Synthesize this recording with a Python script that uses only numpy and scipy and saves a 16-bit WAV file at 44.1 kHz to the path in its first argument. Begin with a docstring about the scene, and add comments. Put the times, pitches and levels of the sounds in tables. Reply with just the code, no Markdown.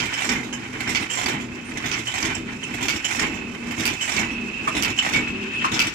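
"""Steel clatters and slams about once a second: an automatic screen printer, close by in a workshop.
In each cycle linkages knock on the frame, a slide hits its stop, a latch rings and the print head lands;
each impact excites resonances that ring and decay. Beneath them the drive rumbles and hums, a conveyor
chain ticks, gears whirr and a gas burner sings, with an occasional clonk or squeak.
Near the end the listener turns, and the works shift to the left."""
import sys
import numpy as np
from scipy import signal
from scipy.fft import rfft, irfft
from scipy.io import wavfile

SR = 44100
rng = np.random.default_rng(int(sys.argv[2]) if len(sys.argv) > 2 else 0)


def master(y):
    """Save y as 16-bit WAV."""
    cut = np.clip(np.atleast_2d(y).T, -1, 1)
    pcm = np.round(cut * 32767)  # scale
    wavfile.write(sys.argv[1], SR, pcm.astype(np.int16))


N = 261954
TIME = np.arange(N) / SR

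# Machine cycles. Each row: time of the slide's stop in seconds, then in relative dB the stop, its sparkle,
# the bar's ring, and the changes of the knocks' thud, clang and tick.
CYCLES = [(-0.021, -18, -48, -30, -0.11, -0.13, 0), (0.948, -19.5, -55, -43, -1, 1.4, 0),
          (1.915, -21.5, -56, -39, 0.015, -1.3, -1.5), (2.883, -19.5, -35, -23, 0.17, -1.33, 0),
          (3.8534, -19.5, -27.5, -16, 0.15, -1.1, -0.5), (4.8237, -18.5, -30.5, -14.5, 0.94, 2.54, 0.5),
          (5.7919, -16.5, -27, -23, -0.27, 0.53, 4)]
# Modes of the steel parts. Each row: frequency in Hz, bandwidth in Hz, relative level in dB.
FRAME_MODES = [(1508, 45, -19), (1820, 70, -19), (2050, 90, -14), (2247, 16, -12), (2310, 60, -16),
               (2600, 70, -12), (3023, 35, -13), (3553, 30, -20), (4381, 30, -28)]
LATCH_MODES = [(2200, 60, -15), (2820, 150, -10), (3025, 55, 0), (5590, 110, -17), (6830, 90, -22),
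               (7320, 120, -17), (12300, 160, -28)]
STOP_MODES = [(3400, 300, -7), (4650, 300, 0), (5800, 400, -2)]
# Spectrum of a hard steel contact. Each row: frequency in Hz, relative gain in dB.
CONTACT_SPECTRUM = [(290, -18), (500, -16), (792, -9.5), (927, -6.5), (1070, -17), (1450, -5), (1600, -25),
                    (2200, -1), (2650, -3), (4020, -13), (5830, -6.5), (10800, -31), (12500, -16),
                    (15500, -28)]


def linkages(thud_change_db, clang_change_db, tick_change_db):
    """Impact excitation: arms and cams knock, so the bed thuds, the frame clangs and small parts tick."""
    # Each row: delay from the stop in seconds; strike, thud, clang and tick in relative dB;
    # rattle T60 in seconds.
    knocks = [(-0.144, -12, -27, -23.5, -26.5, 0.075), (-0.076, -12, -26.5, -26, -30.5, 0.11),
              (-0.058, -9, -30.5, -28.5, -25.5, 0.14), (-0.031, -22, -43, -31.5, -35, 0.09),
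              (0.052, -9.5, -28, -31, -35.5, 0.22), (0.076, -13.5, -34, -29, -26.5, 0.06),
              (0.199, -15, -42, -29.5, -29.5, 0.071), (0.223, -24, -37, -23.5, -28.5, 0.11),
              (0.239, -12, -34, -26, -33, 0.09), (0.266, -2, -41, -27, -21, 0.04),
              (0.285, -7, -32.5, -29.5, -26.5, 0.038), (0.311, -10, -29, -22, -23, 0.075),
              (0.335, -6, -29, -26.5, -27, 0.14), (0.378, -15, -31, -30.5, -43.5, 0.33),
              (0.452, -9, -36, -42, -42, 0.26)]
    # Spectra of bed, frame and small parts. Each row: frequency in Hz, relative gain in dB.
    thud_spectrum = [(30, -54), (60, -9), (120, -0.5), (200, -14), (320, 0), (420, -16), (600, -30),
                     (1500, -60)]
    clang_spectrum = [(250, -39), (520, -2), (750, 7), (1150, -3), (1650, -3.5), (2100, 9), (2700, -2.5),
                      (3300, -9), (4200, -15), (8000, -53.5)]
    tick_spectrum = [(1800, -22.5), (3400, 2.5), (4600, -4), (6000, 1), (7400, -0.5), (8400, 0),
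                     (10000, -4.5), (11200, -4.5), (12400, -8), (13500, 1.5), (15500, -6.5)]
    # Loose washers and springs. Each row: frequency in Hz, bandwidth in Hz, relative level in dB.
    jingle_modes = [(3548, 40, -7), (3820, 23, -9.5), (4405, 10, -14.5), (5610, 43, -4), (6800, 72, -4.5),
                    (7360, 70, -2), (9440, 90, -13.5), (12307, 90, -8), (12962, 56, -15)]
    cycle, s, strike_db, thud_db, clang_db, tick_db, t60 = each_cycle(knocks)
    chance_db = .9 * rng.standard_normal(len(s))  # no two cycles are quite alike
    thud_db = thud_db + thud_change_db[cycle] + chance_db
    clang_db = clang_db + clang_change_db[cycle] + chance_db
    tick_db = tick_db + tick_change_db[cycle] + chance_db
    thud = blows(s, thud_db, t60, rise_s=.002, uneven_db=1, loose_db=2, alike=.97)
    frame = blows(s, clang_db, t60, rise_s=.001, uneven_db=4.5, loose_db=4.5, alike=.65)
    tick = blows(s, tick_db, t60, rise_s=.004, uneven_db=5.5, loose_db=3.5, alike=.1)
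    frame += from_db(.5) * strikes(s, strike_db)
    clang = from_db(-1.5) * colour(frame, clang_spectrum) + from_db(-4) * resonate(frame, FRAME_MODES)
    jingle = from_db(2) * colour(tick, tick_spectrum) + from_db(-8) * resonate(tick, jingle_modes)
    return from_db(3.5) * colour(thud, thud_spectrum), clang + jingle


def slide(stop_db, stop_sparkle_db):
    """A brief contact has a broad spectrum: the slide snaps against its stop, rebounds and rattles."""
    # Each row: delay from the stop in seconds, changes of peak and sparkle in dB, rattle T60 in seconds.
    rebounds = [(0.0, -1.5, 1, 0.095), (0.0095, -7.5, 1, 0.1), (0.022, -10, -8.5, 0.32)]
    # Treble of the contact. Each row: frequency in Hz, relative gain in dB.
    sparkle_spectrum = [(5000, -25), (7500, -2.5), (9000, -3), (11000, -5.5), (12400, 3), (13500, 2),
                        (15500, -8)]
    cycle, s, change_db, sparkle_change_db, t60 = each_cycle(rebounds)
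    peak_db = stop_db[cycle] + change_db
    sparkle_db = stop_sparkle_db[cycle] + sparkle_change_db
    force = blows(s, peak_db, t60, rise_s=.0003, uneven_db=4, loose_db=5.5, alike=.2)
    impact = blows(s, peak_db, t60 / 6, rise_s=.0001, uneven_db=2, loose_db=1, alike=.6)
    sparkle = blows(s, sparkle_db, t60 / 2, rise_s=.0008, uneven_db=3.5, loose_db=4, alike=.2)
    rattle = from_db(-2.5) * colour(force, CONTACT_SPECTRUM) + from_db(-3) * resonate(force, FRAME_MODES)
    snap = resonate(impact, STOP_MODES)
    return rattle + snap + from_db(10) * colour(sparkle, sparkle_spectrum)


def latch():
    """Inharmonic modes: a small steel latch, dropped or shaken, chatters and rings like a dull bell."""
    # Each row: start in seconds, chatter and ring in relative dB, rattle T60 in seconds.
    drops = [(0.134, -22.5, -26.5, 0.12), (0.527, -22, -31, 0.13), (1.0993, -23, -29.5, 0.48),
             (2.0706, -23, -25.5, 0.11), (2.346, -20.5, -32, 0.089), (2.6318, -27, -30, 0.089),
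             (3.045, -15, -20.5, 0.1), (4.0098, -20, -27, 0.2), (4.976, -18, -29, 0.081),
             (4.9891, -44, -14, 0.078), (5.5996, -42, -29, 0.28)]
    # Each row: frequency in Hz, relative gain in dB.
    chatter_spectrum = [(500, 4.5), (900, 1.5), (1250, -6), (2000, 6.5), (2900, -7), (3500, -30),
                        (4100, -41), (5100, 4), (5650, 1), (6400, 2), (7350, 11.5), (8700, -6),
                        (11000, -13), (12300, -1), (15000, -10.5)]
    s, peak_db, ring_db, t60 = np.transpose(drops)
    chatter = blows(s, peak_db, t60, rise_s=.004, uneven_db=4.5, loose_db=4, alike=.3)
    bounces = blows(s, ring_db, t60, rise_s=.003, uneven_db=2, loose_db=4, alike=.6)
    ring = resonate(from_db(-1) * bounces + from_db(19) * strikes(s, ring_db), LATCH_MODES)
    return from_db(-1) * colour(chatter, chatter_spectrum) + ring


def print_head(bar_db):
    """Free vibration: the head lands with a crack, judders and leaves a steel bar ringing."""
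    # Each row: frequency in Hz, bandwidth in Hz, relative level in dB.
    bar_modes = [(2247, 17, 0), (2320, 50, -5), (2680, 40, -11), (3550, 25, -12)]
    cycle, s = each_cycle([(.312,)])  # seconds after the stop
    each = np.ones(len(s))
    judder = blows(s, bar_db[cycle], t60s=.17 * each, rise_s=.003, uneven_db=1, loose_db=3, alike=.7)
    crack = blows(s, -28 * each, t60s=.03 * each, rise_s=.0002, uneven_db=4, loose_db=3, alike=.4)
    bar = resonate(from_db(-4.5) * judder + from_db(8) * strikes(s, bar_db[cycle]), bar_modes)
    return bar + resonate(crack, STOP_MODES) + from_db(-1) * colour(crack, CONTACT_SPECTRUM)


def clonks():
    """Damped resonance: a hollow part answers each knock with a few closely spaced modes."""
    # Each row: start in seconds, relative level in dB, T60 in seconds.
    knocks = [(4.672, -17.5, 0.069), (5.643, -16.5, 0.074)]
    # Each row: frequency in Hz, relative gain in dB.
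    knock_spectrum = [(400, -30), (820, -21), (1050, 3), (1300, -2), (1600, -6), (3000, -25), (6500, -20),
                      (9000, -20), (15000, -18)]
    # Each row: frequency in Hz, bandwidth in Hz, relative level in dB.
    hollow_modes = [(1058, 39, 0), (1165, 90, 1.5), (1240, 90, -6)]
    s, peak_db, t60 = np.transpose(knocks)
    force = blows(s, peak_db, t60, rise_s=.003, uneven_db=1, loose_db=3, alike=.7)
    return from_db(-5.5) * colour(force, knock_spectrum) + from_db(-6.5) * resonate(force, hollow_modes)


def motor(rumble_db, octave_db):
    """Forced vibration: the drive rumbles in the hollow bed; its hum gains an octave under load."""
    # Each row: time in seconds, pitch in Hz, fundamental in relative dB, change of its octave in dB.
    hum_curve = [(0, 123.5, -46, -1), (1.1, 122, -40.5, -3), (2.6, 121.9, -42.5, -0.5), (3.3, 118, -48, 2),
                 (4.6, 118.4, -56, 0.5), (5.94, 120.1, -50, 2.5)]
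    # Each row: frequency in Hz, relative gain in dB.
    rumble_spectrum = [(20, -20), (35, -2), (50, -0.5), (95, 2.5), (180, 0.5), (250, 5), (330, 0),
                       (370, -2.5), (450, -6), (600, -31), (1300, -61.5)]
    # Each row: frequency in Hz, bandwidth in Hz, relative level in dB.
    bed_modes = [(163, 17, -15), (208, 31, -4.5), (235, 32, -4), (276.4, 8.3, -6.5), (322.5, 19.5, -4.5),
                 (384.2, 13, -12.5), (420, 21, -20)]
    pitch_hz, fundamental_db, octave_change_db = in_time(hum_curve)
    phase = 2 * np.pi * np.cumsum(pitch_hz) / SR
    hum = sum(from_db(db + 2.5 * drift(6)) * np.sqrt(2) * np.sin(harmonic * phase + .7 * drift(5))
              for harmonic, db in [(1, fundamental_db), (2, octave_db + octave_change_db)])
    rumble = colour(noise(alike=.98) * from_db(rumble_db), rumble_spectrum)
    bed = resonate(noise(alike=.73) * from_db(rumble_db), bed_modes)
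    return from_db(-4.5) * rumble + from_db(-9) * bed + hum


def chain(clatter_db, sizzle_db):
    """Random excitation: the conveyor's ticking links keep the frame ringing and the latch buzzing."""
    # Spectra of links and rollers. Each row: frequency in Hz, relative gain in dB.
    clatter_spectrum = [(300, -8.5), (520, -2.5), (650, 0.5), (850, 9), (1200, 2.5), (1650, 8), (2200, 15),
                        (2800, 3.5), (3300, -7), (4200, -9), (8000, -36.5)]
    sizzle_spectrum = [(2000, -9), (3500, -9), (4500, -8), (5700, 1), (6600, -3), (7350, 2.5), (8200, -5),
                       (10000, -7), (11200, -9.5), (12300, -4), (13300, -11), (15500, -19)]
    links = rms_one(noise(alike=.21) * from_db(.83 * drift(104) + 3.24 * drift(23))) * from_db(clatter_db)
    sizzle = rms_one(noise(alike=.14) * from_db(2.3 * drift(42))) * from_db(sizzle_db)
    buzz = from_db(-21.5) * resonate(links, LATCH_MODES)
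    clatter = from_db(-5) * colour(links, clatter_spectrum) + from_db(-7) * resonate(links, FRAME_MODES)
    return buzz + clatter + from_db(-1.5) * colour(sizzle, sizzle_spectrum)


def gears():
    """Periodic tooth contact: two gear pairs whirr as the conveyor moves on, louder each cycle."""
    # Each row: frequency in Hz, relative level in dB.
    mesh_tones = [(386, -0.5), (204.5, 2)]
    delay_s, length_s, rise_db_per_s = .59, .2, 3.5
    _, times = each_cycle([(delay_s,)])
    envelope = swells([(s, length_s, -49.5 + rise_db_per_s * s) for s in times])
    return envelope * sum(from_db(db) * np.sin(2 * np.pi * hz * TIME + drift(10)) for hz, db in mesh_tones)


def burner():
    """Narrow resonances filter flow noise: gas sings unevenly in the burner's nozzle."""
    # Each row: time in seconds, relative level in dB.
    singing_curve = [(0, -50.5), (2.5, -42), (3.33, -35), (3.55, -44.5), (3.9, -36), (4.32, -31.5),
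                     (4.39, -28.5), (4.7, -34.5), (5.2, -31.5), (5.6, -29.5), (5.94, -37)]
    # Each row: frequency in Hz, bandwidth in Hz, relative level in dB.
    nozzle_modes = [(2585, 50, 0), (2650, 80, -6)]
    level_db, = in_time(singing_curve)
    flutter_db = 2.5 * drift(14)
    return from_db(level_db + flutter_db - 7) * resonate(noise(alike=.27), nozzle_modes)


def squeaks(pitch_hz=8800):
    """Friction: a dry guide gives a thin, wavering tone between strokes."""
    # Each row: centre in seconds, length in seconds, relative level in dB.
    rubs = [(1.682, 0.067, -39.5), (2.643, 0.03, -41), (3.623, 0.067, -52), (5.56, 0.048, -39)]
    return swells(rubs) * np.sin(2 * np.pi * pitch_hz * TIME + 1.2 * drift(39.95))


def hall(x, t60_s=.16):
    """Reverberation: the hard floor and nearby walls add a diffuse tail, duller than the direct sound."""
    t = TIME[:SR]
    tail = rng.standard_normal((2, SR)) * np.exp(-np.log(1000) * t / t60_s) * (t > .006)
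    tail /= np.sqrt(np.sum(tail ** 2, axis=1, keepdims=True))
    wet = signal.oaconvolve(x, tail, axes=1)[:, :N]
    return from_db(-5.5) * colour(wet, [(200, 0), (2500, 0), (6000, -7), (14000, -14)], keep_power=False)


def blows(times, levels_db, t60s, rise_s, uneven_db, loose_db, alike, size=8192):
    """Exponential decay of loose parts' chatter; loose_db roughens its level, uneven_db its spectrum."""
    out, t = np.zeros((2, N + size)), TIME[:size]
    chatter = rms_one(noise(alike) * from_db(loose_db * np.tanh(drift(260))))
    chatter = np.pad(chatter, ((0, 0), (0, size)))
    hz, knots_hz = np.arange(size // 2 + 1) * SR / size, np.geomspace(60, SR / 2, 130)
    ripples = np.clip(rng.standard_normal((len(times), len(knots_hz))), -2, 2)
    for s, db, t60, ripple in zip(times, levels_db, t60s, ripples):
        at = int(np.clip(s * SR, 0, N - 1))
        resonances = rms_one(from_db(uneven_db * np.interp(hz, knots_hz, ripple)))
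        envelope = (1 - np.exp(-t / rise_s)) * np.exp(-np.log(1000) * t / max(t60, .01))
        burst = irfft(rfft(chatter[:, at:at + size]) * resonances)
        out[:, at:at + size] += from_db(db) * envelope * burst
    return out[:, :N]


def strikes(times, levels_db):
    """One ideal impulse for each hard contact."""
    out = np.zeros(N)
    out[np.clip(times * SR, 0, N - 1).astype(int)] = from_db(levels_db)
    return out


def swells(rows):
    """Rounded envelopes, each of a given centre, length and level."""
    return sum(from_db(db) * np.exp(-(2 * (TIME - s) / length) ** 4) for s, length, db in rows)


def resonate(x, modes):
    """Modal superposition; white noise of power 1 leaves each mode at its listed level."""
    out = 0
    for hz, width_hz, db in modes:
        r = np.exp(-np.pi * width_hz / SR)
        gain = from_db(db) * np.sqrt((1 - r * r) / 2)
        feedback = [1, -2 * r * np.cos(2 * np.pi * hz / SR), r * r]
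        out = out + signal.lfilter([gain, 0, -gain], feedback, x + 1e-18)
    return out


def colour(x, spectrum, keep_power=True, size=8192):
    """Minimum-phase filter with the given spectrum."""
    hz, db = np.transpose(spectrum)
    gain = from_db(np.interp(np.log(np.arange(size // 2 + 1) * SR / size + 1), np.log(hz), db))
    cepstrum = irfft(np.log(rms_one(gain) if keep_power else gain))
    cepstrum[1:size // 2] *= 2  # folding the cepstrum makes the response causal
    cepstrum[size // 2 + 1:] = 0
    response = irfft(np.exp(rfft(cepstrum)))
    return signal.oaconvolve(x, response[None], axes=1)[:, :N]


def noise(alike):
    """Partly coherent white noise: the two channels share the fraction alike of their power."""
    return np.sqrt(alike) * rng.standard_normal(N) + np.sqrt(1 - alike) * rng.standard_normal((2, N))


def drift(rate_hz, step=40):
    """Low-passed noise of spread 1 that wanders at about rate_hz."""
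    r = np.exp(-2 * np.pi * rate_hz * step / SR)
    slow = signal.lfilter([1], [1, -2 * r, r * r], rng.standard_normal(N // step + 2002))[2000:]
    return np.interp(np.arange(N) / step, np.arange(len(slow)), rms_one(slow))


def each_cycle(rows):
    """Repeat one cycle's events: the cycle that each belongs to, its time, and its other columns."""
    stops = np.array(CYCLES)[:, 0]
    events = np.array([(k, stop + delay, *rest) for k, stop in enumerate(stops) for delay, *rest in rows])
    cycle, *columns = events[(events[:, 1] >= 0) & (events[:, 1] < N / SR)].T
    return cycle.astype(int), *columns


def in_cycle(rows):
    """Each column of a curve that repeats with the machine, at every sample."""
    stops = np.array(CYCLES)[:, 0]
    s, *columns = np.transpose(rows)
    return [np.interp(TIME - stops[0], s, c, period=np.diff(stops).mean()) for c in columns]


def in_time(rows):
    """Each column of a curve at every sample."""
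    s, *columns = np.transpose(rows)
    return [np.interp(TIME, s, c) for c in columns]


def pan(x, balance_db):
    """A level difference gives direction; positive is left."""
    return x * from_db([balance_db / 2, -balance_db / 2])


def from_db(db):
    """Decibels to gain."""
    return 10 ** (np.asarray(db) / 20)


def rms_one(x):
    """Scale to unit power."""
    return x / np.sqrt(np.mean(x ** 2) + 1e-20)


def scene():
    """Superposition: level and time differences place the works; the bass reaches both sides alike."""
    # The drive rests while the head comes down, then pulls the conveyor on. Each row: delay from the stop
    # in seconds, then rumble, chain clatter, chain sizzle and hum octave in relative dB.
    drive_cycle = [(-0.26, -32.5, -35, -46, -39), (-0.17, -27.5, -35, -41.5, -34.5),
                   (-0.1, -32, -31.5, -37.5, -45), (-0.055, -25, -30, -41.5, -38.5),
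                   (0.01, -27.5, -27, -32, -39), (0.07, -28, -31.5, -40, -57), (0.13, -35, -33, -41, -55),
                   (0.175, -37.5, -29, -35.5, -55), (0.25, -33.5, -32.5, -32, -58),
                   (0.335, -22, -22.5, -32.5, -34), (0.42, -27.5, -31, -43, -38.5),
                   (0.52, -29, -39, -51.5, -35.5), (0.62, -30.5, -33, -44.5, -35.5)]
    # The listener turns and leans in. Each row: time in seconds, then in dB the pan of the strokes,
    # the pan of the running sounds, and the gains of deep bass, drive and chain.
    listener_path = [(0, -2.5, 0.5, -3, 1, 2), (1.5, -1.5, 1, -4, -1, -1.5),
                     (2.4, -1, 0.5, -0.5, -1.5, 0.5), (3.3, -1, -1.5, -3, 0.5, -1),
                     (4.55, -1, 0, -2.5, 0, -0.5), (5.0, 0, 1.5, -5, 3.5, -1.5), (5.3, 4, 7, -3, 0, 2.5),
                     (5.94, 6, 10, -4, 0.5, 2.5)]
    _, stop_db, sparkle_db, bar_db, thud_db, clang_db, tick_db = np.transpose(CYCLES)
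    rumble_db, clatter_db, sizzle_db, octave_db = in_cycle(drive_cycle)
    strokes_pan_db, running_pan_db, deep_db, drive_db, chain_db = in_time(listener_path)
    thud, clank = linkages(thud_db, clang_db, tick_db)
    strokes = clank + slide(stop_db, sparkle_db) + latch() + print_head(bar_db) + clonks()
    running = chain(clatter_db + chain_db, sizzle_db + chain_db) + burner() + squeaks()
    works = pan(strokes + hall(strokes), strokes_pan_db) + pan(running, running_pan_db)
    # Small steel parts radiate little bass.
    left, right = signal.sosfilt(signal.butter(2, 110, "high", fs=SR, output="sos"), works)
    left = np.interp(TIME - 17 / SR, TIME, left)  # arrives 0.39 ms later
    bass = from_db(drive_db) * (thud + motor(rumble_db, octave_db)) + gears()
    deep = signal.sosfiltfilt(signal.butter(2, 150, fs=SR, output="sos"), bass)
    return np.array([left, right]) + bass + (from_db(deep_db) - 1) * deep


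def record(dry):
    """Acoustic shadow: the left side faces away from the works and is duller; both lose the top treble."""
    # Response of each side. Each row: frequency in Hz, gain in dB.
    left_response = [(100, -3), (400, -2.5), (700, -9.5), (1050, 0.5), (1450, 3.5), (2050, -5), (2600, 1.5),
                     (3500, 1), (5000, -4.5), (7000, -15), (8500, -23.5), (15000, -32.5)]
    right_response = [(100, -3), (400, -4), (700, 0), (1050, 5.5), (1450, 4.5), (2050, 3), (2600, 7.5),
                      (3500, 3), (5000, 4), (7000, 3), (15000, -13)]
    left = colour(dry[:1], left_response, keep_power=False)
    right = colour(dry[1:], right_response, keep_power=False)
    lowpass = signal.ellip(10, .2, 90, 15600, fs=SR, output="sos")
    return signal.sosfilt(lowpass, np.vstack([left, right]))


dry = scene()
out = record(dry)
master(out)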